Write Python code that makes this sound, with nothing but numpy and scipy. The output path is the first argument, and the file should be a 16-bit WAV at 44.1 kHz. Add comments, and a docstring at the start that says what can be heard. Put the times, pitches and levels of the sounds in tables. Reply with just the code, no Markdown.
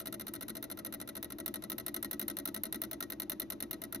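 """A spinning electromechanical relay, close by in its metal cabinet, slowly loses speed.
From the start the rotor rumbles and the coil hums faintly. On every cycle a contact snaps shut with a
bright tick and a clack, and its arm knocks on a bracket. About 15-20 ms later the arm drops back,
sets the cabinet booming and rebounds once. From about 1.5 seconds on the blows are mostly harder,
and by the end the cycles have slowed from about 15 a second to 9."""
import sys
import numpy as np
from scipy import signal
from scipy.fft import rfft, irfft, next_fast_len
from scipy.io import wavfile

SR = 44100
rng = np.random.default_rng(int(sys.argv[2]) if len(sys.argv) > 2 else 0)


def to_wav(s):
    """Save 16-bit WAV."""
    ch = np.atleast_2d(s).T  # columns
    pcm = np.round(np.clip(ch, -1, 1) * 32767)  # PCM
    wavfile.write(sys.argv[1], SR, pcm.astype(np.int16))


N = 176400
RING_T = np.arange(SR // 4) / SR   # the seconds over which one blow rings

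# Tone of the rotor and the room air. Each row: pitch in Hz, relative level in dB.
RUMBLE_TONE = [(20, -10), (38, 1.5), (65, 3), (100, 6.5), (155, 3.5), (215, 14.5), (245, 9), (320, 17),
               (390, 7), (450, 0), (640, -6.5), (800, -6), (1400, -15.5), (4000, -25.5), (7000, -41),
               (12000, -34), (16000, -78)]
# The contact's cycles. Each row: closing time in seconds, its strength in dB, drop time in seconds,
# its strength in dB. A blow's "force" is how far its strength lies above these full strengths.
CONTACT_CYCLES = [(0.0004, -38, 0.0127, -48), (0.0568, -39, 0.0707, -38.5), (0.1253, -40, 0.1405, -41),
                  (0.1966, -40.5, 0.2095, -40), (0.2676, -41, 0.2808, -39.5), (0.337, -37.5, 0.3519, -42.5),
                  (0.4092, -40, 0.4226, -40.5), (0.482, -39, 0.4951, -40.5), (0.5523, -41, 0.5676, -40),
                  (0.6262, -37, 0.6402, -41), (0.7, -43, 0.7138, -39.5), (0.7729, -47.5, 0.7884, -41.5),
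                  (0.8483, -38.5, 0.8618, -41), (0.9245, -41.5, 0.9379, -39.5),
                  (1.0004, -43.5, 1.0137, -41.5), (1.075, -45.5, 1.0889, -38.5), (1.1527, -39, 1.1666, -40),
                  (1.2271, -36.5, 1.2442, -41), (1.3028, -43.5, 1.3213, -41), (1.3846, -44, 1.4004, -39.5),
                  (1.4603, -30.5, 1.4787, -35.5), (1.5403, -34, 1.5575, -38), (1.622, -47, 1.6378, -39),
                  (1.6989, -33.5, 1.718, -35.5), (1.7811, -33.5, 1.7983, -40),
                  (1.8635, -33.5, 1.8812, -36.5), (1.943, -34, 1.9632, -34.5), (2.027, -34, 2.0455, -35.5),
                  (2.1111, -32, 2.1301, -36), (2.1953, -31.5, 2.2141, -34.5), (2.2808, -31.5, 2.2993, -36),
                  (2.3681, -35.5, 2.3869, -38), (2.4544, -31.5, 2.4744, -35), (2.5441, -33.5, 2.5628, -37),
                  (2.635, -32.5, 2.6537, -37.5), (2.7253, -32, 2.7443, -35.5), (2.8171, -31.5, 2.8363, -36),
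                  (2.912, -36.5, 2.9308, -37.5), (3.0048, -34.5, 3.0251, -35), (3.101, -37.5, 3.1209, -38),
                  (3.199, -33.5, 3.2192, -38), (3.2971, -31.5, 3.3179, -35), (3.3983, -31.5, 3.4182, -37),
                  (3.5017, -32.5, 3.5211, -37), (3.6035, -36.5, 3.6246, -35.5), (3.71, -33.5, 3.73, -36.5),
                  (3.8172, -38.5, 3.8375, -38), (3.9246, -36.5, 3.9463, -35)]
FULL_CLOSE_DB, FULL_DROP_DB = -33, -37.5
# Tones of the tips' ticks and the small parts' clack. Each row: pitch in Hz, relative level in dB.
CLOSE_TICK_TONE = [(6500, -24), (7900, -9.5), (8700, -3), (10500, -3), (12000, 2), (13800, 0), (14700, -15),
                   (15600, -32), (16500, -41)]
DROP_TICK_TONE = [(6500, -23.5), (7900, -39), (8700, 4), (10300, 6.5), (12000, 3), (13500, -0.5),
                  (14800, -18), (15600, -26), (16500, -48)]
CLACK_TONE = [(550, 0), (850, 4), (1400, 0), (2500, -3), (3200, -1.5), (3800, 7.5), (4600, -5), (5100, 0),
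              (5600, -4), (6200, 3.5), (7200, -16), (9000, -61)]
# The clearest pitches of the contact tips, and their level.
TIP_HZ, TIP_DB = [10700, 11000, 12900, 12930, 14900], -45.5
# Notes of the arm and its bracket. Each row: pitch in Hz, closing level in dB, drop level in dB,
# seconds to fade by 60 dB, left over right in dB.
ARM_NOTES = [(500, -54.5, -58, 0.11, 14), (584.4, -55.5, -62.5, 0.17, 17.5), (644.5, -47.5, -56, 0.11, 18),
             (1300, -46, -49.5, 0.072, 5), (1380, -50.5, -42.5, 0.029, 12.5),
             (1509, -55.5, -46.5, 0.03, 20), (1920, -50, -46.5, 0.074, -2), (2025, -52.5, -49.5, 0.05, 6.5),
             (2094, -49, -51, 0.045, 2), (2868, -50, -57.5, 0.04, -0.5), (3688, -45.5, -53.5, 0.031, 12.5),
             (4160, -44.5, -43, 0.031, 3.5)]
# Extra hard knocks. Each row: start in seconds, level in dB.
EXTRA_KNOCKS = [(1.463, -42), (2.459, -36), (3.0072, -33.5), (3.927, -37)]
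# Notes of the cabinet. Each row: pitch in Hz, base level in dB, seconds to the peak.
CABINET_NOTES = [(62, -66, 0.03), (214.4, -47.5, 0.015), (285.8, -47, 0.016), (325, -52.5, 0.033),
                 (351.7, -48, 0.014)]
# How the boom's strength wanders. Each row: time in seconds, boost in dB.
BOOM_BOOST = [(0, 2), (.55, -.5), (1.1, -3), (1.33, 3), (1.7, -1.5), (2.1, 0), (2.9, -2), (4, -1)]
# The rebound, later and weaker once the rotor slows. Each row: time in seconds,
# delay after the drop in seconds, strength against the drop in dB.
REBOUNDS = [(0, 0.0064, -2), (1.15, 0.0073, -4), (1.3, .0075, -15.5), (1.8, 0.0099, -12), (2.3, .0108, -8),
            (4, 0.011, -10)]
# How alike the noise is on the left and right. Each row: pitch in Hz, likeness from 0 to 1.
STEREO_LIKENESS = [(60, 0.76), (270, 0.8), (700, 0.18), (2000, 0.39), (3500, 0.48), (6500, 0.79),
                   (9000, 0.99), (15000, 0.97)]
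# Balance of the two microphones. Each row: pitch in Hz, left over right in dB.
MIC_BALANCE = [(60, 2.5), (140, 4), (240, .5), (340, 1), (420, 5), (750, 3), (1400, 3), (2000, 1),
               (3500, 2), (5500, 1.5), (8500, 0)]
# Timing of the two microphones. Each row: pitch in Hz, the left one's lead in radians.
MIC_PHASE = [(100, 0), (2900, 0), (3300, -4), (4000, -5.4), (5200, -5.3), (5900, -7.3), (6900, -7.3),
             (7700, -9.2), (8600, -9.4), (11000, -11), (13500, -12.5), (16000, -12.6)]


def from_db(db):
    """Turns decibels into a volume factor."""
    return 10 ** (np.asarray(db) / 20)


def at_hz(table, hz):
    """Reads a table between its rows, giving every octave equal room."""
    pitches, values = np.transpose(table)
    return np.interp(np.log(np.maximum(hz, 1)), np.log(pitches), values)


def fade(fade_s):
    """A ring dies away, losing 60 dB in fade_s seconds."""
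    return from_db(-60 * RING_T / fade_s)


def place(times, sounds):
    """Adds each sound to a stereo track at its start time."""
    track = np.zeros((2, N + SR))
    for start, sound in zip(times, sounds):
        i = int(max(start, 0) * SR)
        track[:, i:i + sound.shape[-1]] += sound
    return track[:, :N]


def shaped_noise(white, tone, shift=1):
    """Turns pairs of white noises into left and right with the given tone, at an overall level of 1."""
    size = white.shape[-1]
    hz = np.fft.rfftfreq(size, 1 / SR)
    spectra = rfft(white) * from_db(at_hz(tone, hz / shift))
    alike = at_hz(STEREO_LIKENESS, hz)
    shared = np.sqrt(1 + alike) * spectra[..., :1, :]
    opposite = np.sqrt(1 - alike) * spectra[..., 1:, :] * [[1], [-1]]
    noise = irfft(shared + opposite, size)
    return noise / np.sqrt(np.mean(noise ** 2))


def rotor_and_coil(rumble_db=-52, hum_db=-66.5, hum_hz=120.2):
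    """The rotor rumbles steadily and mains power makes the coil hum."""
    rumble = shaped_noise(rng.standard_normal((2, N)), RUMBLE_TONE)
    hum = np.sqrt(2) * np.sin(2 * np.pi * hum_hz * np.arange(N) / SR)
    return from_db(rumble_db) * rumble + from_db(hum_db) * hum


def metal_rattle(times, db, tone, rise_s, fade_s, tail_db, tail_s, same_share, pitch_spread):
    """Struck metal rings at countless close pitches, dies quickly and leaves a faint tail in the room."""
    same = rng.standard_normal((2, len(RING_T)))
    fresh = rng.standard_normal((len(times), 2, len(RING_T)))
    white = np.sqrt(same_share) * same + np.sqrt(1 - same_share) * fresh
    # Each blow's pitch shifts by chance, and upward when it is harder.
    shift = np.exp(pitch_spread * (rng.standard_normal(len(times)) + 0.18 * (db - db.mean())))
    ring = shaped_noise(white, tone, shift[:, None, None])
    # Each blow is a run of tiny, uneven touches, 0.7 ms apart.
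    touches_db = 2.2 * rng.standard_normal((len(times), 400))
    grit = from_db([np.interp(RING_T / 0.0007, np.arange(len(row)), row) for row in touches_db])
    rise = 1 - np.exp(-RING_T / rise_s)
    loudness = rise * np.hypot(grit * fade(fade_s), from_db(tail_db) * fade(tail_s))
    return place(times, ring * (loudness * from_db(db)[:, None])[:, None])


def closings(chatter_s=0.0026, chatter_db=-6):
    """The contact snaps shut and chatters once: its tips tick, small parts clack and the arm rings."""
    times, strength_db = np.transpose(CONTACT_CYCLES)[:2]
    force = strength_db - FULL_CLOSE_DB
    tick_db = -27.5 + np.r_[force, force + chatter_db]
    ticks = metal_rattle(np.r_[times, times + chatter_s], tick_db, CLOSE_TICK_TONE, rise_s=0.0003,
                         fade_s=0.018, tail_db=-21.5, tail_s=0.074, same_share=0.5, pitch_spread=0.043)
    clacks = metal_rattle(times, -40.5 + 0.5 * force, CLACK_TONE, rise_s=0.00088,
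                          fade_s=0.037, tail_db=-26.5, tail_s=0.41, same_share=0.94, pitch_spread=0.0047)
    return ticks + clacks + tip_ring(times, force) + arm_ring(times, force, closing=True)


def tip_ring(times, force):
    """The contact tips ring faintly at a few high pitches, in a new mix on every closing."""
    loudness = from_db(TIP_DB + force)[:, None] * fade(0.028)
    rings = 0
    for hz in TIP_HZ:
        mix = rng.standard_normal((len(times), 2))
        phase = 2 * np.pi * hz * RING_T
        rings += loudness * (mix[:, :1] * np.sin(phase) + mix[:, 1:] * np.cos(phase))
    return place(times, rings[:, None])


def arm_ring(times, force, closing):
    """Each blow rings the arm's notes. High ones follow the force more, so hard blows sound brighter."""
    track = 0
    for hz, close_db, drop_db, fade_s, left_db in ARM_NOTES:
        base_db, follows = (close_db, 0.5) if closing else (drop_db, 1)
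        force_share = min(1, follows * (hz / 1800) ** 0.73)
        chance = rng.standard_normal((len(times), 2))
        db = base_db + force_share * force + 2.5 * chance[:, 0]
        pitch = hz * (1 + 0.0088 * chance[:, 1:])
        waves = np.sin(2 * np.pi * pitch * RING_T) * from_db(db)[:, None]
        rise = 1 - np.exp(-RING_T * hz / 8.8)   # swells over about 9 vibrations
        sides = from_db([[left_db / 2], [-left_db / 2]])
        track += place(times, (waves * rise * fade(fade_s))[:, None]) * sides
    return track


def knocks(hz=1365, lag_s=0.003014, rise_s=0.0019, loss_db_per_s=2.2):
    """After each closing the arm hits its bracket. The usual hollow knock weakens as the rotor slows."""
    closes = np.array(CONTACT_CYCLES)[:, 0]
    usual_db = -41 - loss_db_per_s * closes + 2.5 * rng.standard_normal(len(closes))
    hard_times, hard_db = np.transpose(EXTRA_KNOCKS)
    gain = from_db(np.r_[usual_db, hard_db])
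    ring = np.sin(2 * np.pi * hz * RING_T) * (1 - np.exp(-RING_T / rise_s)) * fade(0.031)
    return place(np.r_[closes + lag_s, hard_times], gain[:, None, None] * ring)


def cabinet_boom(lag_s=0.0022, close_lag_s=0.00369, close_db=-9.5):
    """The cabinet's low notes swell and throb together: weakly after a closing, fully after a drop."""
    closes, _, drop_times, strength_db = np.transpose(CONTACT_CYCLES)
    drop_force = strength_db - FULL_DROP_DB + np.interp(drop_times, *np.transpose(BOOM_BOOST))
    times = np.r_[drop_times, closes + close_lag_s]
    force = np.r_[drop_force, drop_force + close_db]
    booms = 0
    for hz, base_db, peak_s in CABINET_NOTES:
        chance = rng.standard_normal((len(times), 2))
        gain = from_db(base_db + force - 0.2 * chance[:, 0])
        pitch = hz * (1 + 0.016 * chance[:, 1:])
        swell = (RING_T / peak_s * np.exp(1 - RING_T / peak_s)) ** 1.5
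        booms += gain[:, None] * swell * np.cos(2 * np.pi * pitch * RING_T)
    return place(times + lag_s, booms[:, None])


def drops(graze_db=-9.5):
    """The arm drops back on its stop, grazes it lightly and rebounds once."""
    starts, strength_db = np.transpose(CONTACT_CYCLES)[2:]
    drop_force = strength_db - FULL_DROP_DB
    when, delays, change_db = np.transpose(REBOUNDS)
    delay_s = np.interp(starts, when, delays)
    chance = rng.standard_normal((len(starts), 2))
    rebound_times = starts + delay_s + 0.0008 * chance[:, 0]
    rebound_force = drop_force + np.interp(starts, when, change_db) + 2.2 * chance[:, 1]
    times, force = np.r_[starts, rebound_times], np.r_[drop_force, rebound_force]
    ticks = metal_rattle(times, -31.5 + force, DROP_TICK_TONE, rise_s=0.0003,
                         fade_s=0.022, tail_db=-37, tail_s=0.27, same_share=0.097, pitch_spread=0.033)
    graze_times = starts + delay_s * rng.uniform(0.46, 1, len(starts))
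    clack_db = -39.5 + np.r_[force, drop_force + graze_db]
    clacks = metal_rattle(np.r_[times, graze_times], clack_db, CLACK_TONE, rise_s=0.0013,
                          fade_s=0.029, tail_db=-26.5, tail_s=0.19, same_share=0.27, pitch_spread=0.0085)
    return ticks + clacks + arm_ring(times, force, closing=False)


def scene():
    """The relay's blows sound over its steady rumble and hum."""
    return closings() + drops() + knocks() + cabinet_boom() + rotor_and_coil()


def record(dry, cutoff_hz=17100):
    """Two microphones hear the relay with their own level and timing; the highest treble is cut."""
    size = next_fast_len(N + SR // 10)
    hz = np.fft.rfftfreq(size, 1 / SR)
    sides = np.array([[0.5], [-0.5]])
    balance = from_db(sides * at_hz(MIC_BALANCE, hz))
    timing = np.exp(1j * sides * at_hz(MIC_PHASE, hz))
    heard = irfft(rfft(dry, size) * balance * timing, size)[:, :N]
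    return signal.sosfilt(signal.cheby2(14, 60, cutoff_hz, fs=SR, output="sos"), heard)


dry = scene()
out = record(dry)
to_wav(out)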